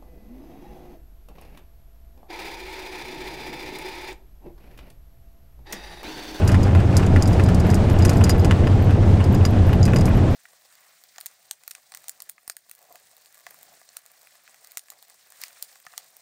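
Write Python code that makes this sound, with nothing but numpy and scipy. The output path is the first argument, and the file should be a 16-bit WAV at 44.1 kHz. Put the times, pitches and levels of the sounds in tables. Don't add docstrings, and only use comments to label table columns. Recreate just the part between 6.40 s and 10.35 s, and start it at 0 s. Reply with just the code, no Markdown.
import sys
import numpy as np
from scipy import signal
from scipy.io import wavfile
from scipy.ndimage import uniform_filter1d

SR = 44100
rng = np.random.default_rng(int(sys.argv[2]) if len(sys.argv) > 2 else 0)


def volts_from_db(level):
    exponent = np.asarray(level, float) / 20
    return 10 ** exponent


def wav_record(signal):
    frames = np.transpose(np.atleast_2d(signal))
    bounded = np.clip(frames, -1, 1)
    quanta = np.round(bounded * 32767).astype(np.int16)
    wavfile.write(sys.argv[1], SR, quanta)


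N = 174195


def rms_one(x):
    return x / np.sqrt(np.mean(x ** 2) + 1e-20)


def in_time(rows):
    t, *columns = np.transpose(rows)
    return [np.interp(np.arange(N) / SR, t, column) for column in columns]


def drift(rate_hz):
    step = 40
    r = np.exp(-2 * np.pi * rate_hz * step / SR)
    white = rng.standard_normal(N // step + 4002)
    slow = signal.lfilter([1], [1, -2 * r, r * r], white)[4000:]
    return np.interp(np.arange(N) / step, np.arange(len(slow)), rms_one(slow - slow.mean()))


def impulses(t, gains):
    out = np.full(N + SR, 1e-18)
    np.add.at(out, (np.asarray(t) * SR).astype(int), gains)
    return out[:N]


def decay(x, t60):
    return signal.lfilter([1], [1, -volts_from_db(-60 / (t60 * SR))], x)


def resonate(x, hz, width_hz):
    r = np.exp(-np.pi * width_hz / SR)
    poles = [1, -2 * r * np.cos(2 * np.pi * hz / SR), r * r]
    return signal.lfilter([(1 - r * r) / 2, 0, (r * r - 1) / 2], poles, x)


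def struck(t, db, modes, spread_db):
    out = 0
    chance = rng.standard_normal((len(t), len(modes), 2))
    for k, (hz, mode_db, t60) in enumerate(modes):
        strength = volts_from_db(db + mode_db + spread_db * chance[:, k, 0])
        blows = impulses(t, strength * np.sign(chance[:, k, 1]))
        r = volts_from_db(-60 / (t60 * SR))
        w = 2 * np.pi * hz / SR
        out = out + signal.lfilter([0, np.sin(w)], [1, -2 * r * np.cos(w), r * r], blows)
    return out


def banded_noise(spectrum, patchy_db):
    hzs, dbs = np.transpose(spectrum)
    out = 0
    together = drift(8.0)
    edges = 14 * 2 ** np.arange(0, 10.4, 1 / 6)
    white = rng.standard_normal((2, N + SR // 2))
    for k, (low, high) in enumerate(zip(edges, edges[1:])):
        if hzs[0] * .8 < low < hzs[-1]:
            band_pass = signal.butter(2, [low, high], "band", fs=SR, output="sos")
            band = signal.sosfilt(band_pass, white[k % 2])[-N:]
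            db = np.interp(np.log(low * high) / 2, np.log(hzs), dbs)
            flicker_db = patchy_db * (2.06 * together + drift(13.0))
            out = out + band * volts_from_db(db + flicker_db)
    return rms_one(out)


# t/s, relative roar level/dB, relative hiss level/dB
ROAD_LEVELS = [(0, -22, -37), (1.6, -19, -36.5), (2.7, -21, -39), (3.95, -20.5, -36.5)]
# f/Hz, relative band level/dB
ROAR_SPECTRUM = [(14, -9), (70, -10.5), (98, -2.5), (113, -11), (175, -12.5), (295, -16.5), (420, -21.5),
                 (820, -30), (930, -39)]


def road_roar():
    level_db = in_time(ROAD_LEVELS)[0]
    return volts_from_db(level_db + 5) * banded_noise(ROAR_SPECTRUM, patchy_db=.5)


# f/Hz, relative band level/dB
HISS_SPECTRUM = [(700, 3), (2610, -11.5), (4610, -18.5), (9000, -27), (11000, -36.5), (16200, -40)]


def road_hiss():
    level_db = in_time(ROAD_LEVELS)[1]
    return volts_from_db(level_db + 4) * banded_noise(HISS_SPECTRUM, patchy_db=.5)


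# t/s, rotation f/Hz (turns per second)
WHEEL_SPEED = [(0, 4.88), (1.1, 4.865), (2.2, 4.945), (2.7, 4.975), (3.2, 4.95), (3.95, 4.85)]


def turning():
    first_bump_s = .165
    speed, = in_time(WHEEL_SPEED)
    return 2 * np.pi * (np.cumsum(speed) / SR - first_bump_s * speed[0])


# t/s, wheel boom level change/dB, engine hum level change/dB
SWELLS = [(0, 2.5, -2.5), (1.2, -4, -0.5), (2.5, 2, -2), (3.95, -0.5, 2)]
WHEEL_MULTIPLES = {15: -28, 17: -25, 18: -21, 20: -21}


def wheels():
    turn = turning()
    boom = 0
    for k, db in WHEEL_MULTIPLES.items():
        level = np.sqrt(2) * volts_from_db(db + 0.7 * drift(0.33))
        boom = boom + level * np.cos(k * turn + 0.2 * drift(1.0))
    return volts_from_db(in_time(SWELLS)[0]) * boom


FIRING_MULTIPLES = {2: -24.5, 3: -28}


def engine():
    firings_per_turn = 12.58
    phase = firings_per_turn * turning()
    hum = 0
    for k, db in FIRING_MULTIPLES.items():
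        level = np.sqrt(2) * volts_from_db(db + 2.84 * drift(6.0))
        hum = hum + level * np.sin(k * phase + 0.75 * drift(4.0))
    return volts_from_db(in_time(SWELLS)[1]) * hum


# t/s, relative level/dB
CHIRP_TIMES = [(0.0508, -49), (0.9018, -49), (1.268, -41), (1.512, -46), (1.7584, -45), (1.98, -45),
               (2.424, -44), (2.6843, -51), (2.9248, -43), (3.0876, -49), (3.268, -47), (3.3303, -43),
               (3.544, -46), (3.6696, -41), (3.7524, -45), (3.909, -46)]
# f/Hz, relative level/dB, decay time T60 t/s
TINY_PART_MODES = [(11620, 0, .022), (12000, -2, .022)]


def chirps():
    again_s, swell_s = 0.019, 0.0015
    t, db = np.transpose(CHIRP_TIMES)
    t, db = np.r_[t, t + again_s], np.r_[db, db]
    touches = np.arange(3)[:, None] * rng.uniform(0.21, 0.88, (len(t), 3)).T
    touch_t = t + swell_s * touches
    touch_db = db + 0 * touches
    rings = struck(touch_t.ravel(), touch_db.ravel(), TINY_PART_MODES, spread_db=3.5)
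    return resonate(resonate(rings, 11800, 1000), 11800, 1000)


# t/s, relative crack level/dB, relative ring level/dB
TICK_TIMES = [(0.0765, -17, -36), (0.118, -26, -43), (0.2315, -26.5, -41), (0.5678, -12.5, -30),
              (0.664, -31, -43.5), (0.824, -19.5, -29.5), (0.857, -39, -38), (0.8757, -23, -50),
              (0.931, -29.5, -45), (1.037, -26.5, -51), (1.062, -43, -41), (1.088, -29.5, -50),
              (1.1455, -22.5, -58), (1.199, -27, -44), (1.3017, -22, -42), (1.3438, -19, -40.5),
              (1.498, -29, -49), (1.5882, -25.5, -46), (1.623, -33, -35.5), (1.6506, -16, -34),
              (1.6817, -39, -43), (1.694, -17, -32.5), (1.732, -29, -53), (1.7706, -27, -49),
              (1.84, -16, -26), (1.8939, -12.5, -30), (1.9057, -51, -30.5), (1.9954, -40, -42),
              (2.047, -24, -34.5), (2.8414, -29.5, -45), (2.9475, -30, -45), (3.052, -20, -29.5),
              (3.43, -32, -32), (3.4531, -20.5, -36), (3.561, -26, -31.5), (3.5862, -29, -40),
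              (3.61, -27, -44), (3.6554, -21.5, -49)]
# f/Hz, relative level/dB, decay time T60 t/s
METAL_MODES = [(4840, -3, .03), (4940, 0, .05), (5845, -8, .025), (6680, -4, .025), (7030, -2, .025)]
# f/Hz, bandwidth f/Hz, relative level/dB
CRACK_BANDS = [(4960, 3600, 0), (7000, 5500, -2.5), (12100, 2000, -22)]


def ticks():
    knock_shakes_db, knock_ring_db = -17.5, -20
    bounce_s, bounce_loss_db = 0.0077, 8.5
    crack_swell_s, crack_t60_s, tail_t60_s, tail_db = .0008, .016, .065, -9

    t, crack_db, ring_db = np.transpose(TICK_TIMES)
    faint_t, faint_db = np.transpose(np.add(KNOCK_TIMES, [0, knock_shakes_db]))
    t = np.r_[t, faint_t]
    crack_db = np.r_[crack_db, faint_db]
    ring_db = np.r_[ring_db, faint_db + knock_ring_db]

    bounce_t = t + bounce_s * rng.uniform(0.3, 1.4, len(t))
    loss_db = np.r_[0 * t, 0 * t + bounce_loss_db]
    t = np.r_[t, bounce_t]

    blows = impulses(t, volts_from_db(np.r_[crack_db, crack_db] - loss_db - 5.5))
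    blows = uniform_filter1d(blows, size=int(crack_swell_s * SR))
    envelope = decay(blows, crack_t60_s) + volts_from_db(tail_db) * decay(blows, tail_t60_s)
    burst = envelope * rng.standard_normal(N)
    crack = sum(volts_from_db(db) * resonate(burst, hz, width) for hz, width, db in CRACK_BANDS)
    crack_band = signal.butter(3, [4200, 13500], "band", fs=SR, output="sos")

    ring = struck(t, np.r_[ring_db, ring_db] - loss_db, METAL_MODES, spread_db=2.5)
    return signal.sosfilt(crack_band, crack) + 2 * resonate(ring, 4680, 6000)


def at_random(per_s, floor_db):
    chance = rng.random((200, 2))[:int(per_s * N / SR)]
    return np.c_[chance[:, 0] * N / SR, floor_db - 3 * np.log(chance[:, 1] + .05)]


# t/s, relative level/dB
KNOCK_TIMES = [(0.0917, -15.5), (0.1443, -12), (0.3504, -14), (0.401, -19), (0.596, -18), (0.6295, -19),
               (0.7616, -12), (0.9973, -14.5), (1.0879, -19), (1.337, -18), (1.6493, -13.5), (1.693, -15.5),
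               (1.713, -21), (1.8098, -15), (1.8736, -26), (1.8954, -13), (2.0468, -14.5), (2.1104, -7),
               (2.2712, -15.5), (2.5082, -19), (2.805, -18.5), (3.051, -15), (3.331, -15.5), (3.479, -18),
               (3.534, -12.5), (3.5613, -15.5)]
# f/Hz, relative level/dB, decay time T60 t/s
TRIM_MODES = [(1072.4, -12, 0.022), (1405, -6.5, 0.0092), (1723, -11.5, 0.018), (2030, -14, 0.017),
              (2510, -13, 0.015), (2870, -13.5, 0.013), (3500, -17, 0.0066)]


def knocks():
    slip_s, soft_hz = 0.0046, 6000
    small_knocks = at_random(per_s=30, floor_db=-28)
    t, db = np.transpose(np.r_[KNOCK_TIMES, small_knocks])
    touches = np.arange(3)[:, None]
    touch_t = t + slip_s * touches * rng.uniform(0.519, 1.5, (len(t), 3)).T
    touch_db = db - 3.74 * touches
    body = struck(touch_t.ravel(), touch_db.ravel(), TRIM_MODES, spread_db=3.5)
    return signal.sosfilt(signal.butter(2, soft_hz, fs=SR, output="sos"), body)


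def scene():
    steady = road_roar() + road_hiss() + wheels() + engine()
    rattles = chirps() + ticks() + knocks()
    return (steady + rattles)[None]


def roll_off(x):
    return signal.sosfilt(signal.butter(12, 16360, fs=SR, output="sos"), x)


def record(dry):
    mix = 1.475 * np.tanh(dry / 1.536)
    return roll_off(mix)


dry = scene()
out = record(dry)
wav_record(out)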